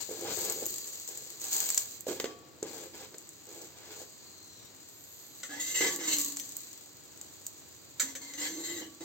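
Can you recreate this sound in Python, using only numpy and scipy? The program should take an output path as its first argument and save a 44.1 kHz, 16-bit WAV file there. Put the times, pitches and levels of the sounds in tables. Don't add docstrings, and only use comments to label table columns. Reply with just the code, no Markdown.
import sys
import numpy as np
from scipy import signal
from scipy.fft import rfft, irfft
from scipy.io import wavfile
from scipy.ndimage import map_coordinates

SR = 44100
rng = np.random.default_rng(int(sys.argv[2]) if len(sys.argv) > 2 else 0)


def wav_out(sig):
    wavfile.write(sys.argv[1], SR, np.round(np.clip(np.atleast_2d(sig).T, -1, 1) * 32767).astype(np.int16))


N = 398663

# (frequency [Hz], level [dB])
FLAME_COLOUR = [(30, -8), (50, -11), (90, 6.5), (200, -0.5), (320, 5.5), (500, -1.5), (800, -5.5),
                (1500, -8.5), (3200, -12), (4300, -9), (5400, -13), (7300, -27), (12500, -34),
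                (15500, -12.5)]
# (time [s], level [dB], left-right [dB])
SIMMER = [(0.0, -47.5, 6), (0.7, -42, -2), (1.38, -50, 0), (1.95, -48, -6), (2.03, -61, 4), (2.55, -64, 1),
          (2.75, -58.5, -2), (4.1, -56, -2), (4.6, -58.5, 0.5), (5.2, -55.5, -3), (6.65, -50, -1.5),
          (6.95, -58.5, -3), (7.3, -56, -3), (7.9, -57.5, -3.5)]
# (start [s], length [s], sag or growth [dB], level [dB], left-right [dB])
FLARES = [(0.0, 0.033, -15, -34, 17), (0.278, 0.088, 4.5, -46.5, 20), (0.367, 0.26, -9, -36, 3),
          (1.401, 0.14, -0.5, -41, -5), (1.508, 0.32, -9.5, -31, 0), (2.062, 0.11, -13, -38, -7),
          (2.661, 0.19, -1, -51, 8), (2.925, 0.11, 2, -56, -2), (3.474, 0.18, 0, -54, -2),
          (3.898, 0.12, 6, -55, -1), (6.173, 0.14, -13.5, -30, -3), (6.357, 0.15, -8, -48, -2)]
# (frequency [Hz], level [dB])
FRYING_COLOUR = [(40, -72), (300, -23), (1000, -23.5), (2000, -14), (3200, -10.5), (4500, 0.5), (5400, -10),
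                 (6400, 3), (7500, 6), (8300, -3.5), (12000, -7.5), (15500, -0.5)]
# (time [s], level [dB], left-right [dB], top octave [dB])
POPS = [(0.372, -28, 7, -10), (0.389, -42, 5, -2), (0.4507, -29, 7, -4), (0.4992, -23.5, 7, -6),
        (0.5235, -23.5, 4, -6), (0.6575, -27.5, 5, -8), (0.665, -21, 2, 1), (0.7063, -28, 8, 13),
        (1.09, -41, 7, -17), (1.175, -32, 2, -10), (1.1797, -39, 0, -8), (1.53, -27, -2, -18),
        (1.6905, -24, -3, -36), (1.7032, -21.5, -2, -35), (1.746, -23, -1, -19), (1.7766, -20, 10.5, -21),
        (1.7792, -18.5, -9, -26), (2.008, -32.5, -6, 6), (2.629, -33.5, 7, -32), (3.1836, -38, 2, -18),
        (3.2913, -37.5, -1, -7), (5.962, -27, 0, -7), (6.168, -25, 1, -24), (6.185, -25, 0, -23),
        (6.2052, -25, 2, -20), (6.216, -23, 0, -4), (6.247, -25.5, -0.5, -10), (6.3642, -34, -3, -23),
        (6.3706, -29, 0, -32), (6.3985, -29, 5, -25), (6.4924, -34, 1, -12), (6.568, -24.5, -3, 14),
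        (7.2138, -36, 3, -34), (7.466, -31, -4, 1), (7.467, -33.5, -3, -34)]
# (frequency [Hz], level [dB])
SNAP_COLOUR = [(60, -50.5), (1000, -24.5), (3000, -17), (5400, -9.5), (7300, 6.5), (8500, -1.5),
               (12000, -5.5), (15500, -5.5)]
# (start [s], length [s], sag or growth [dB], dull push [dB], dry rasp [dB])
RUBS = [(0.0, 0.014, -10.5, -47, -41.5), (0.08, 0.22, 2, -45.5, -54.5), (0.24, 0.083, 4, -42.5, -45),
        (0.36, 0.17, 1, -43, -47), (0.53, 0.11, 2.5, -47.5, -57.5), (0.62, 0.018, -5, -33, -44),
        (0.69, 0.32, -1.5, -60, -72), (1.08, 0.34, -15, -52.5, -58), (1.41, 0.079, 1, -60, -53.5),
        (1.51, 0.34, -12, -54, -44.5), (2.075, 0.058, -8, -35, -41.5), (2.15, 0.16, -2, -50.5, -52),
        (2.29, 0.46, -8, -58, -69), (2.63, 0.235, -5.5, -44.5, -51), (2.93, 0.062, -5, -52, -52),
        (2.99, 0.067, -6, -50, -49), (3.12, 0.026, -1.5, -49.5, -63), (3.47, 0.17, 3, -50.5, -61),
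        (3.65, 0.31, 10.5, -65.5, -65), (3.9, 0.036, -13, -58, -44.5), (3.95, 0.074, 9, -58.5, -65)]
# (frequency [Hz], level [dB])
PUSH_COLOUR = [(35, -66), (90, -16.5), (170, -16), (250, -16.5), (340, 1.5), (500, -1), (750, -13),
               (1200, -22), (4000, -70)]
# (frequency [Hz], level [dB])
RASP_COLOUR = [(40, -48), (250, -2.5), (700, 8.5), (1200, 5), (2000, 5.5), (3200, 4), (4500, 6), (8000, -3),
               (15000, -12.5)]
# (time [s], thump [dB], pitch [Hz], slap [dB])
THUDS = [(0.091, -28, 455, -55), (0.248, -30, 425, -51), (.111, -26, 450, -56), (.625, -24, 415, -56),
         (.634, -31, 486, -44), (2.0676, -20, 523, -38), (2.086, -22.5, 406, -41), (2.11, -22, 386, -42),
         (2.1997, -24, 400, -21.5), (2.242, -18.5, 417, -26), (2.256, -27, 444, -31),
         (2.627, -19.5, 404, -36), (3.143, -40, 417, -37.5), (4.003, -40, 740, -54),
         (4.016, -36.5, 530, -48), (9.006, -39, 330, -41.5)]
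# (time [s], level [dB], brightness [dB per octave], chatter t60 [s], griddle ring [dB], left-right [dB])
CLINKS = [(2.2005, -22.5, 1, 0.004, -23, -1.5), (2.243, -33.5, -3, 0.014, -5.5, 1),
          (2.257, -37, -3, 0.02, -28, 0), (5.4326, -30.5, -3.5, 0.042, -19, 0),
          (6.3982, -28.5, 3, 0.019, -28, 1.5), (7.9975, -21.5, -1, 0.06, -17, -5),
          (7.9992, -21.5, 0, 0.085, -26, -5), (8.152, -30.5, -1, 0.05, -18, 0),
          (8.158, -35, 0, 0.03, -26, 0), (8.337, -35.5, -1, 0.035, -21, 1.5)]
# (frequency [Hz], level [dB])
STRIKE_COLOUR = [(50, -62), (300, -41), (800, -22), (1500, -4.5), (2000, 1.5), (2650, -13.5), (3200, -4),
                 (5000, -6), (5450, -10.5), (6150, 3.5), (7700, 4), (8400, -1), (12500, -9), (15500, -6)]
# (frequency [Hz], energy [dB], t60 [s])
IRON_MODES = [(257.6, -4, 0.7), (316, 0, 0.55), (380, -4, 0.15), (470, -10, 0.6), (530, 0, 0.2),
              (705, -9, 0.8), (835, -11, .6), (1136, -3.5, .9), (1217, -13, .5), (1809, -11, 0.62),
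              (2440, -17, 0.48), (2509, -16, .6), (3219, -19, .8), (5293, -29, .4), (8182, -26, 0.32)]
# (frequency [Hz], energy [dB], t60 [s])
STEEL_MODES = [(1540, -15, .1), (1920, -15, .08), (2983, -16, .12), (3120, -15, .12), (3404, -13, .15),
               (3830, -16, .15), (4176, -12, .15), (4730, -16, .1), (5250, -13, .2), (5714, -11, .15),
               (6146, -3, .12), (6232, -2, .14), (6390, -7, .15), (6640, -4, .12), (6820, -6, .15),
               (7330, -6, .15), (7447, 1, .2), (7619, -2, .2), (7950, -11, .2)]
# (start [s], length [s], level [dB], opening pitch [Hz], closing pitch [Hz], width [share of opening pitch])
JETS = [(4.15, 0.55, -61, 6950, 5650, 0.1), (4.03, 0.68, -60, 4700, 3850, 0.08),
        (4.88, 0.58, -61, 12800, 12000, 0.077), (4.95, 0.39, -61, 14000, 13000, 0.099)]
# (start [s], length [s], sag or growth [dB], edge [dB], flex of the blade [dB], push on the griddle [dB],
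#  low note [dB], main note [dB], upper note [dB], top note [dB])
SCRAPES = [(5.49, 0.1, -1.5, -52, -43.5, -53.5, -54, -50.5, -68, -72),
           (5.595, 0.071, -6.5, -34, -49, -56, -74, -46, -66, -60),
           (5.66, 0.073, -2, -35.5, -50.5, -58, -79, -48.5, -57, -62),
           (5.74, 0.059, 0, -33.5, -41.5, -50, -74, -42, -40, -58),
           (5.805, 0.072, -2.5, -32.5, -28.5, -29.5, -65, -40, -47, -64),
           (5.895, 0.058, -4.5, -36.5, -44, -44.5, -52.5, -65, -65, -65),
           (5.985, 0.028, 0.5, -46.5, -42.5, -39.5, -66, -58, -58, -66),
           (6.025, 0.05, 3, -40.5, -40.5, -48, -71, -58, -55, -68),
           (6.075, 0.062, -1, -29, -42.5, -41.5, -56, -49, -40, -42),
           (6.155, 0.056, -2.5, -40, -48, -46, -62, -60, -57, -58),
           (6.25, 0.13, -8.5, -53, -62, -52, -65, -72, -62, -55),
           (8.03, 0.078, -5, -44.5, -45.5, -47, -62, -71, -66, -64),
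           (8.21, 0.21, -7, -48.5, -50, -58, -70.5, -60, -77, -56),
           (8.375, 0.026, 2.5, -42.5, -43.5, -52, -70, -65, -56, -60),
           (8.41, 0.065, -6, -37, -35, -48, -74, -68, -51, -45),
           (8.48, 0.16, 1.5, -47, -53, -46, -70, -72, -79, -59.5),
           (8.635, 0.046, -4.5, -38.5, -43.5, -50, -75, -54, -65, -47),
           (8.68, 0.12, -1.5, -43, -47, -43.5, -78, -53, -59, -55),
           (8.81, 0.018, -2, -55, -44, -38, -58, -64, -51, -53),
           (8.85, 0.03, -6, -62, -56, -45, -76, -69, -61, -68),
           (9.005, 0.03, -6, -49, -48, -39, -57, -75, -74, -68)]
# (time [s], drone [Hz], main note [Hz], upper note [Hz], top note [Hz])
CONTACT = [(5.49, 280, 1560, 2800, 3900), (5.54, 285, 1850, 2850, 3950), (5.6, 300, 1970, 2900, 4000),
           (5.69, 315, 2090, 3000, 4100), (5.77, 350, 2060, 2930, 4150), (5.83, 430, 2030, 3000, 4150),
           (5.93, 350, 2030, 3000, 4100), (6.03, 335, 1940, 2980, 4050), (6.09, 318, 2170, 3010, 4150),
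           (6.15, 300, 2120, 2960, 4270), (6.25, 289, 2120, 2900, 4300), (8.05, 272, 2070, 3050, 4150),
           (8.27, 280, 2140, 3100, 4250), (8.36, 290, 1960, 3000, 4100), (8.48, 315, 2120, 3100, 4300),
           (8.68, 338, 2020, 3030, 4170), (8.76, 328, 1990, 2980, 4000), (8.85, 316, 1950, 2980, 3980)]
# (low [Hz], main [Hz], upper [Hz], top [Hz])
NOTE_WIDTHS_HZ = (150, 130, 260, 480)
# (frequency [Hz], level [dB])
EDGE_COLOUR = [(40, -66), (300, -28), (900, -21), (1900, -6), (2550, -5), (3000, -1.5), (3600, -1),
               (4300, 1.5), (4950, -0.5), (5400, -3.5), (5800, -3), (6300, 8.5), (7500, 15), (8300, -32),
               (12500, 0.5), (15500, -8)]
# (frequency [Hz], energy [dB], t60 [s])
BITE_MODES = [(2056, -9, .04), (3404, -2, .06), (5714, -2, .05), (6232, -2, .03), (6650, -3, .03)]
# (frequency [Hz], t60 [s])
ROOM_DECAY = [(150, 1), (500, 0.15), (2000, 0.18), (7000, 0.16), (15000, 0.21)]
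# (frequency [Hz], left-right [dB])
PORT_TILT = [(200, 0), (380, 1), (650, -4.5), (1300, -1.5), (2300, 2.5), (4400, 3.5), (7500, 1.5),
             (14000, -2)]
# (lower [Hz], upper [Hz])
NOTCH_HZ = (8650, 11550)

FLARE_RISE_S, FLARE_RELEASE_S = 0.018, 0.02
RUB_RISE_S, RUB_RELEASE_S = 0.0076, 0.016
SCRAPE_RISE_S, SCRAPE_RELEASE_S = 0.0035, 0.016
SPATTER_DB = 0.5
KNOCK_LOW_HZ = 400
JET_ARCH = 0.27
LOW_NOTE_SHARE = 0.451
SQUEAK_HZ = 7390
SWAY_SHARE, SWAY_DB, GRIP_WIDTH_HZ = 0.005, 5.5, 75
DRONE_LIMIT_DB = -44
DRONE_JITTER = 0.058
RIM_HZ, RIM_DB = 1136, -18
CUT_HZ = 16000


def amp(db):
    return 10 ** (np.asarray(db) / 20)


def unit(x):
    return x / np.sqrt(np.mean(x ** 2) + 1e-20)


def read(points, hz):
    f, value = np.transpose(points)
    return np.interp(np.log(hz + 1), np.log(f + 1), value)


def track(rows, order):
    rows = np.array(rows)
    return np.interp(np.arange(N) / SR, rows[:, 0], rows[:, order])


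def add(mix, s, sound):
    part = mix[..., max(round(s * SR), 0):][..., :sound.shape[-1]]
    part += sound[..., :part.shape[-1]]


def strokes(rows, rise_s, release_s, order):
    power = np.zeros(N)
    for row in rows:
        start, length, sag_db = row[:3]
        t = np.arange(0, length + 8 * release_s, 1 / SR)
        held = amp(row[order] + sag_db * np.minimum(t / length, 1))
        rise = np.minimum(t / rise_s, 1)
        release = np.exp(-np.maximum(t - length, 0) / release_s)
        add(power, start, (held * rise * release) ** 2)
    return np.sqrt(power)


def colour(x, points, tilt_db=0):
    hz = np.fft.rfftfreq(4096, 1 / SR)
    log_gain = np.log(amp(read(points, hz) + tilt_db * np.log2(np.maximum(hz, 1000))))
    mirrored = np.r_[log_gain, log_gain[-2:0:-1]]
    response = np.exp(np.conj(signal.hilbert(mirrored)))[:len(hz)]
    taps = irfft(response)[:len(hz)]
    return signal.oaconvolve(x, taps / np.linalg.norm(taps))[:len(x)]


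def ring(x, modes):
    t = np.arange(SR) / SR
    taps = np.zeros(SR)
    for hz, db, t60 in modes:
        taps += amp(db - 60 * t / t60) / np.sqrt(t60) * np.sin(2 * np.pi * hz * t)
    return signal.oaconvolve(x, taps / np.linalg.norm(taps))[:len(x)]


def resonate(x, hz, width_hz):
    turn = np.exp(2j * np.pi * np.cumsum(hz) / SR)
    r = np.exp(-np.pi * width_hz / SR)
    return (turn * signal.lfilter([(1 - r) ** 2], [1, -2 * r, r * r], x / turn)).real


def wobble(rate_hz):
    knots = rng.standard_normal(N // 20)
    return np.interp(np.arange(N) * rate_hz / SR, np.arange(len(knots)), knots)


def grains(per_s, spread_db):
    size = amp(spread_db * np.minimum(rng.exponential(1, N), 5))
    sign = rng.choice([-1, 1], N)
    return unit(size * sign * (rng.random(N) < per_s / SR))


def ports(x, lead_ms, pan_db):
    at = np.arange(len(x))
    right = map_coordinates(x, [at - lead_ms * SR / 1000], order=3)
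    return np.array([x * amp(pan_db / 2), right * amp(-pan_db / 2)])


def kitchen(pair, wet_db, near_db=-3, near_t60=0.016):
    size = SR // 2
    taps = rng.choice([-1., 1.], (2, size)) * (rng.random((2, size)) < .12)
    taps[:, :40] = 0
    hz, t, z = signal.stft(taps, SR, nperseg=256)
    same = 1 / (1 + (hz[:, None] / 750) ** 2)
    z[1] = same * z[0] + np.sqrt(1 - same ** 2) * z[1]
    room = amp(-60 * t / read(ROOM_DECAY, hz)[:, None])
    near = amp(near_db - 60 * t / near_t60)
    tail = signal.istft(z * (room + near), SR, nperseg=256)[1]
    wet = signal.oaconvolve(pair, tail / np.linalg.norm(tail[0]), axes=1)[:, :N]
    return (pair + amp(wet_db) * wet) / np.sqrt(1 + amp(wet_db) ** 2)


def flame():
    left, right, shared = (unit(colour(rng.standard_normal(N), FLAME_COLOUR)) for _ in range(3))
    flutter = amp(1.0 * wobble(rate_hz=8))
    return amp(-59.54) * (np.array([left, right]) + 0.67 * shared) * flutter


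def boil():
    power = amp(track(SIMMER, order=1)) ** 2
    lean = power * track(SIMMER, order=2)
    for row in FLARES:
        flare = strokes([row], FLARE_RISE_S, FLARE_RELEASE_S, order=3) ** 2
        power, lean = power + flare, lean + flare * row[4]
    return 10 * np.log10(power), lean / power


def sizzle(level_db, pan_db):
    bursts = grains(per_s=9000, spread_db=2.5) * amp(0.62 * wobble(rate_hz=76))
    fierce = np.clip((level_db + 55.0) / 20, 0, 1)
    gentle_hiss = colour(bursts, FRYING_COLOUR, tilt_db=-3.5)
    fierce_hiss = colour(bursts, FRYING_COLOUR)
    hiss = (1 - fierce) * gentle_hiss + fierce * fierce_hiss
    return kitchen(ports(hiss * amp(level_db + 2.5), lead_ms=0.15, pan_db=pan_db), wet_db=0.0)


def pops(boil_db):
    droplets = colour(grains(per_s=130, spread_db=2.2), SNAP_COLOUR)
    out = ports(droplets * amp(boil_db + SPATTER_DB), lead_ms=0.053, pan_db=3.0)
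    t = np.arange(600) / SR
    for s, db, pan_db, top_db in POPS:
        burst = (t == 0) + .25 * rng.standard_normal(len(t)) * np.exp(-t / .0003)
        tilt_db = np.clip(0.28 * (top_db + 20), -6, 9)
        snap = colour(burst / np.linalg.norm(burst), SNAP_COLOUR, tilt_db=tilt_db)
        add(out, s, ports(amp(db + 20.5) * snap, lead_ms=0.018, pan_db=pan_db))
    return kitchen(out, wet_db=-4, near_db=2, near_t60=.02)


def rub():
    grip = amp(1.76 * wobble(rate_hz=55))
    push = strokes(RUBS, RUB_RISE_S, RUB_RELEASE_S, order=3)
    rasp = strokes(RUBS, RUB_RISE_S, RUB_RELEASE_S, order=4)
    shoves = colour(grains(per_s=700, spread_db=2.0), PUSH_COLOUR) * grip * push
    crumbs = colour(grains(per_s=5000, spread_db=2.5), RASP_COLOUR) * grip * rasp
    body = amp(-2.5) * shoves + amp(-25) * ring(shoves, IRON_MODES)
    dull = kitchen(ports(body, lead_ms=0.025, pan_db=-1.5), wet_db=-7.5)
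    dry_rasp = kitchen(ports(amp(1.0) * crumbs, lead_ms=0.099, pan_db=-2), wet_db=5.0)
    return dull + dry_rasp


def thuds():
    low, slaps = np.zeros(N), np.zeros(N)
    t = np.arange(2048) / SR
    for s, thump_db, hz, slap_db in THUDS:
        swell = (1 - np.exp(-t / 0.0019)) * np.exp(-t / 0.0023)
        add(low, s, amp(thump_db + 4.5) * swell * np.sin(2 * np.pi * hz * t))
        slap = np.exp(-t / 0.0039) * colour(rng.standard_normal(len(t)), RASP_COLOUR)
        add(slaps, s, amp(slap_db - 5.5) * slap)
    hum = amp(-27.0) * ring(low, IRON_MODES) + amp(-34) * ring(slaps, IRON_MODES)
    return kitchen(ports(low + slaps + hum, lead_ms=0.065, pan_db=-2.5), wet_db=-9.0)


def clinks():
    blows, knocks = np.zeros((2, N)), np.zeros(N)
    t = np.arange(SR // 4) / SR
    for s, db, bright_db, t60, ring_db, pan_db in CLINKS:
        fade = 10 ** (-3 * t / t60) + 1.22 * np.exp(-t / 0.00065)
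        chatter = colour(rng.standard_normal(len(t)) * fade, STRIKE_COLOUR, tilt_db=bright_db)
        add(blows, s, ports(amp(db) * chatter, lead_ms=-0.015, pan_db=pan_db))
        add(knocks, s, amp([ring_db]))
    knocks = signal.sosfilt(signal.butter(2, KNOCK_LOW_HZ, "highpass", fs=SR, output="sos"), knocks)
    blade_ring = np.array([ring(side, STEEL_MODES) for side in blows])
    steel = blows + amp(-16) * blade_ring + amp(-1.5) * ring(knocks, IRON_MODES)
    return kitchen(steel, wet_db=5.0)


def jets():
    hiss = np.zeros(N)
    for start, length, db, open_hz, close_hz, width in JETS:
        u = np.arange(0, length, 1 / SR) / length
        pitch_hz = open_hz + (close_hz - open_hz) * u
        jet = unit(resonate(rng.standard_normal(len(u)), pitch_hz, width_hz=width * open_hz))
        add(hiss, start, amp(db) * jet * abs(np.sin(np.pi * u)) ** JET_ARCH)
    flutter_hz = 70 + 10 * wobble(rate_hz=8)
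    hiss = hiss * amp(2 * np.sin(2 * np.pi * np.cumsum(flutter_hz) / SR))
    return kitchen(ports(hiss, lead_ms=0.15, pan_db=-2.0), wet_db=0)


def blade_notes(slips, gains, bends_hz):
    pitches_hz = [LOW_NOTE_SHARE * bends_hz[0]] + bends_hz
    notes = np.zeros(N)
    for gain, hz, width_hz in zip(gains, pitches_hz, NOTE_WIDTHS_HZ):
        wandering_hz = hz * (1 + .02 * wobble(rate_hz=60))
        notes += gain * unit(resonate(slips, wandering_hz, width_hz))
    return notes


def gripped_modes(slips):
    tones = np.zeros(N)
    for hz, db, _ in STEEL_MODES:
        level = amp(db + SWAY_DB * wobble(rate_hz=16))
        swaying_hz = hz * (1 + SWAY_SHARE * wobble(rate_hz=20))
        tones += level * resonate(slips, swaying_hz, GRIP_WIDTH_HZ)
    return unit(tones)


def griddle_drone(slips, catch, push, drone_hz):
    shoves = colour(grains(per_s=2300, spread_db=3.5), PUSH_COLOUR) * catch
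    load = np.tanh(push / amp(DRONE_LIMIT_DB))
    jitter = DRONE_JITTER * (1 + load ** 4) * wobble(rate_hz=300)
    turns = np.cumsum(drone_hz * (1 + jitter)) / SR
    cycles = unit(np.sin(2 * np.pi * turns) * amp(1.8 * wobble(rate_hz=60)))
    growl = amp(DRONE_LIMIT_DB) * load * cycles
    rim = amp(RIM_DB) * resonate(slips * load, np.full(N, RIM_HZ), width_hz=10)
    rumble = amp(-8) * unit(shoves) + amp(-13) * unit(ring(shoves, IRON_MODES))
    return rumble * push * load + growl + rim


def scrape():
    edge, flex, push, *note_gains = (
        strokes(SCRAPES, SCRAPE_RISE_S, SCRAPE_RELEASE_S, order=k) for k in range(3, 10))
    drone_hz, *bends_hz = (track(CONTACT, order=k) for k in range(1, 5))
    catch = amp(1.35 * wobble(rate_hz=69))
    slips = grains(per_s=5000, spread_db=3.0) * catch
    notes = blade_notes(slips, note_gains, bends_hz)
    squeak = unit(resonate(slips, np.full(N, SQUEAK_HZ), width_hz=1170))
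    blade = amp(3.0) * unit(colour(slips, EDGE_COLOUR)) + amp(-2.0) * squeak
    blade = blade + amp(-2.0) * gripped_modes(slips)
    rough = amp(-5.5) * unit(colour(slips, RASP_COLOUR))
    broad_note = amp(-9.0) * unit(resonate(slips, bends_hz[0], width_hz=860))
    grind = (rough + broad_note) * flex
    bite = amp(-8) * unit(ring(slips, BITE_MODES)) * flex
    steel = blade * edge + amp(2) * notes + grind + bite + amp(-19) * ring(grind, IRON_MODES)
    drone = griddle_drone(slips, catch, push, drone_hz)
    bright = kitchen(ports(steel, lead_ms=0.05, pan_db=-1.5), wet_db=6.0)
    deep = kitchen(ports(drone, lead_ms=.02, pan_db=-2.0), wet_db=-7)
    return bright + deep


def scene():
    boil_db, pan_db = boil()
    cooking = flame() + sizzle(boil_db, pan_db) + pops(boil_db)
    return cooking + rub() + thuds() + clinks() + jets() + scrape()


def record(dry):
    tilt_db = read(PORT_TILT, np.fft.rfftfreq(N, 1 / SR))
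    heard = irfft(rfft(dry) * amp([tilt_db / 2, -tilt_db / 2]), N)
    heard = signal.sosfilt(signal.butter(2, 50, "highpass", fs=SR, output="sos"), heard)
    notch = signal.firwin(301, NOTCH_HZ, window=("kaiser", 7), fs=SR)
    heard = signal.oaconvolve(heard, notch[None], "same") + amp(-31.0) * heard
    band_limit = signal.firwin(401, CUT_HZ, window=("kaiser", 8), fs=SR)
    return signal.oaconvolve(heard, band_limit[None], "same")


dry = scene()
out = record(dry)
wav_out(out)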